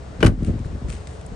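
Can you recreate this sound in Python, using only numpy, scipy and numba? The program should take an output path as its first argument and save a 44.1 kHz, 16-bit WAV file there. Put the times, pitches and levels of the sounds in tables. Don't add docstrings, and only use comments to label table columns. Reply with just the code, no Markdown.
import sys
import numpy as np
from scipy import signal
from scipy.fft import rfft, irfft
from scipy.io import wavfile
from scipy.ndimage import uniform_filter1d, minimum_filter1d
from numba import njit

SR = 44100
rng = np.random.default_rng(int(sys.argv[2]) if len(sys.argv) > 2 else 0)


def dump(signal):
    limited = np.clip(np.atleast_2d(signal).T, -1, 1)
    pcm = np.round(limited * 32767).astype(np.int16)
    wavfile.write(sys.argv[1], SR, pcm)


N = 59535

# start_s, relative_level_db, treble_tilt_db_per_octave, rise_s,
# crack_t60_s, relative_ring_db, left_minus_right_db
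LATCH_CONTACTS = [(0.2054, -19.5, 2, .00035, 0.14, -34, 4.5), (0.2276, -1, -0.5, 0.00056, 0.025, -5, 7),
                  (0.229, -3, 0.7, 0.00032, 0.021, -12, 2), (0.2434, -9, 2, .0003, 0.0097, -12.5, 4.5),
                  (0.2444, -9.5, 1, .0012, 0.17, -12, 4.5), (0.2617, -3, 6, 0.0011, 0.072, -30, 3),
                  (0.2661, 0.5, -2, 0.0007, 0.041, -10.5, 4.5), (0.2805, -16, -4.5, .0005, 0.11, -16, 0)]


def undb(db):
    return 10 ** (np.asarray(db) / 20)


def pan(db):
    return undb(np.array([[db], [-db]]) / 2)


def bin_frequencies():
    return np.arange(N // 2 + 1) * SR / N


def curve(points):
    hz, db = np.array(points, float).T
    log_hz = np.log(bin_frequencies() + 1e-9)
    return undb(np.interp(log_hz, np.log(hz), db))


def noise(points, tilt_db=0):
    # frequency_hz, side_minus_mid_db
    width_points = [(60, -10), (300, -6.5), (1000, 0.5), (4000, -4), (9000, -8)]
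    octaves = np.log2(np.maximum(bin_frequencies(), 100) / 2000)
    white = rfft(rng.standard_normal((2, N)))
    mid, side = white * curve(points) * undb(tilt_db * octaves)
    side = side * curve(width_points)
    stereo = irfft(np.array([mid + side, mid - side]), N)
    return stereo / stereo.std()


def fade(start, rise, t60):
    t = np.arange(N) / SR - start
    attack = np.clip(t / rise, 0, 1)
    return attack * np.exp(-np.log(1000) * np.maximum(t - rise, 0) / t60)


def walk(count):
    return np.interp(np.arange(N), np.linspace(0, N, count), rng.standard_normal(count))


def grain(depth_db):
    jitter = uniform_filter1d(rng.standard_normal(N), size=50)
    gain = undb(depth_db * np.clip(jitter / jitter.std(), -2, 2))
    return gain / np.sqrt(np.mean(gain ** 2))


def ring(modes, start=0):
    t = np.maximum(np.arange(N) / SR - start, 0)
    out = 0
    for k, (hz, db, t60) in enumerate(modes):
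        decay = np.exp(-np.log(1000) * t / t60)
        out = out + (-1) ** k * undb(db) * np.sin(2 * np.pi * hz * t) * decay
    return out


def struck(blows, modes):
    t = np.arange(N) / SR
    force = 0
    for start, db, contact in blows:
        age = np.maximum(t - start, 0) / (contact / 2 / np.pi)
        push = age * np.exp(-age)
        force = force + undb(db) * push / push.sum()
    return signal.fftconvolve(force, ring(modes))[:N]


def machinery_hum():
    # frequency_hz, rms_level_db
    hum_tones = [(66, -40), (86, -44.5), (133, -47.5), (177, -50.5), (420, -55.5)]
    wander = 0.03047
    hum = 0
    for hz, db in hum_tones:
        drifting_hz = hz * (1 + wander * walk(count=24))
        cycles = rng.random() + np.cumsum(drifting_hz) / SR
        hum = hum + undb(db) * np.sqrt(2) * np.sin(2 * np.pi * cycles)
    return hum


def outdoor_air():
    # frequency_hz, relative_level_db_per_hz
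    air_colour = [(18, -24), (28, -3), (80, -2), (108, -1), (135, -6.5), (187, -10.5), (315, -10.5),
                  (385, -18.5), (425, -11), (649, -14.5), (853, -20.5), (1890, -27.5), (2360, -31.5),
                  (9500, -39.5), (12400, -115)]
    level_db, lean_left_db, top_hz, flutter_db = -38.5, 3.5, 9440, 1.5
    top_cut = signal.butter(12, top_hz, fs=SR, output="sos")
    air = signal.sosfilt(top_cut, noise(air_colour))
    for lo in 400 * np.sqrt(2) ** np.arange(6):
        band_pass = signal.butter(2, [lo, lo * np.sqrt(2)], "band", fs=SR, output="sos")
        band = signal.sosfiltfilt(band_pass, air)
        air = air + band * (undb(flutter_db * walk(count=28)) - 1)
    bass = signal.sosfiltfilt(signal.butter(1, 200, fs=SR, output="sos"), air)
    return undb(level_db) * (bass + pan(lean_left_db) * (air - bass))


def door_thud():
    # start_s, relative_level_db, contact_s
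    door_blows = [(.1868, -7, 0.02), (.2031, -16, 0.0059), (.2275, -13, 0.00052), (.2449, 10, 0.0099),
                  (.2464, -.5, 0.0098), (.2726, 3.5, 0.0094), (.2868, -2, 0.0065), (.3138, -13, 0.0046),
                  (.336, 3, 0.029)]
    # frequency_hz, relative_level_db, t60_s
    door_modes = [(41, -20, .35), (67, -8.5, .19), (104, -7, .16), (163, -2.5, .18), (211, -4, .1),
                  (253, -1.5, .18), (320, -1, .14), (395, -1.5, .09), (472, 0, .08), (575, -3, .075),
                  (622, -4, .075), (690, -8, .07)]
    return undb(-0.64) * struck(door_blows, door_modes)


def latch():
    # frequency_hz, relative_level_db
    latch_modes = [(490, 0.5), (1109, -7), (1438, -2), (1577, -5), (1803, -25.5), (2030, -13), (2380, -1.5),
                   (2960, -2), (3600, -15.5), (5630, -19.5)]
    # frequency_hz, relative_level_db_per_hz
    crack_colour = [(200, -16), (500, 3), (900, -0.5), (1500, 2), (3100, -6.5), (3900, -11.5),
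                    (5800, -15.5), (7500, -23.5), (9000, -18), (10200, -32.5), (11500, -30.5)]
    crack_db, metal_db, metal_t60_s, chatter_db = -14, -10, 0.037, 3
    modes = [(hz, mode_db, metal_t60_s) for hz, mode_db in latch_modes]
    out = 0
    for start, db, tilt_db, rise, t60, ring_db, pan_db in LATCH_CONTACTS:
        burst = noise(crack_colour, tilt_db) * fade(start, rise, t60)
        crack = undb(crack_db) * burst * grain(chatter_db)
        metal = undb(metal_db + ring_db) * ring(modes, start)
        out = out + undb(db) * pan(pan_db) * (crack + metal)
    return out


def trim_shudder():
    # frequency_hz, relative_level_db_per_hz
    shudder_colour = [(90, -24), (170, 2), (290, 11), (500, 1.5), (700, -1), (1500, -23), (3000, -30),
                      (6000, -34.5)]
    strike_s = LATCH_CONTACTS[1][0]
    return undb(-12.5) * noise(shudder_colour) * fade(strike_s, rise=0.0038, t60=0.26)


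def yard_scatter(direct):
    # frequency_hz, relative_level_db_per_hz
    yard_colour = [(60, 7), (250, 1.5), (600, -19), (1500, -1), (4000, -22), (11000, -29)]
    echo = noise(yard_colour) * fade(start=0.0084, rise=0.005, t60=0.15)
    echo = echo / np.sqrt(np.sum(echo ** 2) / 2)
    return undb(-24) * signal.fftconvolve(direct, echo, axes=1)[:, :N]


def door():
    lean_left_db = 2
    direct = pan(lean_left_db) * (door_thud() + trim_shudder()) + latch()
    return direct + yard_scatter(direct)


def bumps():
    # start_s, relative_level_db, contact_s
    bump_blows = [(0.373, -5, 0.0028), (.402, -8.5, 0.0017), (0.4202, -2, 0.0012), (0.448, -8, .0018),
                  (.468, -5.5, 0.0015), (0.4769, 8, 0.0076), (0.4919, -1.5, .00039), (.534, -4, 0.003),
                  (.5524, -6, 0.0034), (.598, -5.5, .003), (0.6511, -2.5, 0.0073), (0.694, -5.5, 0.013),
                  (.725, -6, 0.0062), (0.7475, -11.5, 0.0018), (0.8161, -13, 0.0014), (.839, 1.5, 0.011),
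                  (0.8809, -5, 0.0098), (0.9272, -8, 0.011), (1.313, -6.5, 0.011)]
    # frequency_hz, relative_level_db, t60_s
    bump_modes = [(46, -4.5, .25), (69, 1.5, .11), (83, 2.5, .11), (124, 2, .13), (168, -.5, .13),
                  (230, 3, .08), (318, -3, .075), (420, -5, .06)]
    # frequency_hz, relative_level_db_per_hz
    rumble_colour = [(25, -29.5), (70, 7.5), (150, -6), (300, -13), (500, -21), (900, -37), (2000, -79)]
    knock_db, rumble_db, rumble_t60_s, lean_left_db = -18, -25.5, 0.2, 2.6
    power = 0
    for start, db, contact in bump_blows:
        power = power + (undb(db) * fade(start, contact, rumble_t60_s)) ** 2
    knocks = undb(knock_db) * struck(bump_blows, bump_modes)
    rumble = undb(rumble_db) * np.sqrt(power) * noise(rumble_colour)
    return pan(lean_left_db) * (knocks + rumble)


def shoes():
    # start_s, level_db, rise_s, t60_s
    scuff_swells = [(.445, -46, 0.031, 0.15), (0.626, -53, 0.039, 0.043), (0.876, -43.5, 0.02, 0.22),
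                    (0.916, -49.5, .006, 0.59), (1.06, -52.5, 0.063, 0.43)]
    # start_s, level_db, t60_s, treble_tilt_db_per_octave
    grit_cracks = [(0.43, -44, 0.018, -0.5), (.4467, -37, .016, 0.5), (0.591, -46.5, 0.0094, 0),
                   (0.646, -42, 0.018, -11), (0.9004, -33, 0.016, 1), (0.924, -38, 0.025, -3),
                   (1.0708, -36, 0.018, -0.5), (1.2115, -38.5, 0.01, -4), (1.2629, -32.5, 0.011, 24.5)]
    # frequency_hz, relative_level_db_per_hz
    grit_colour = [(400, -36), (1200, -0.5), (2400, 4), (3500, -2), (6500, -2), (9000, 3.5), (9900, -20),
                   (12000, -28)]
    rough_db, lean_left_db = 4.5, 3.5
    swell = sum(undb(db) * fade(start, rise, t60) for start, db, rise, t60 in scuff_swells)
    scuffs = noise(grit_colour) * swell * grain(rough_db)
    cracks = 0
    for start, db, t60, tilt_db in grit_cracks:
        envelope = undb(db) * fade(start, 0.0016, t60)
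        cracks = cracks + envelope * noise(grit_colour, tilt_db)
    return pan(lean_left_db) * (scuffs + cracks)


def scene():
    lag_samples = 1
    left, right = machinery_hum() + outdoor_air() + door() + bumps() + shoes()
    return np.array([left, np.pad(right, (lag_samples, 0))[:N]])


@njit
def limiter_gain(peak, ceiling, hold, release):
    out, gain, wait = np.ones(len(peak)), 1., 0.
    for i in range(len(peak)):
        wait -= 1
        if peak[i] * gain > ceiling:
            gain, wait = ceiling / peak[i], hold
        elif wait < 0:
            gain += (1 - gain) * gain / release
        out[i] = gain
    return out


def record(dry):
    low_cut_hz, top_hz = 6.4, 11700
    ceiling, hold_s, release_s = 0.99, 0.12, 0.01
    low_cut = signal.butter(2, low_cut_hz, "high", fs=SR, output="sos")
    x = signal.sosfilt(low_cut, dry)
    peak = np.abs(x).max(axis=0)
    gain = limiter_gain(peak, ceiling, float(hold_s * SR), float(release_s * SR))
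    gain = uniform_filter1d(minimum_filter1d(gain, size=89), size=89)
    top_cut = signal.ellip(12, .2, 90, top_hz, fs=SR, output="sos")
    return signal.sosfilt(top_cut, x * gain)


dry = scene()
out = record(dry)
dump(out)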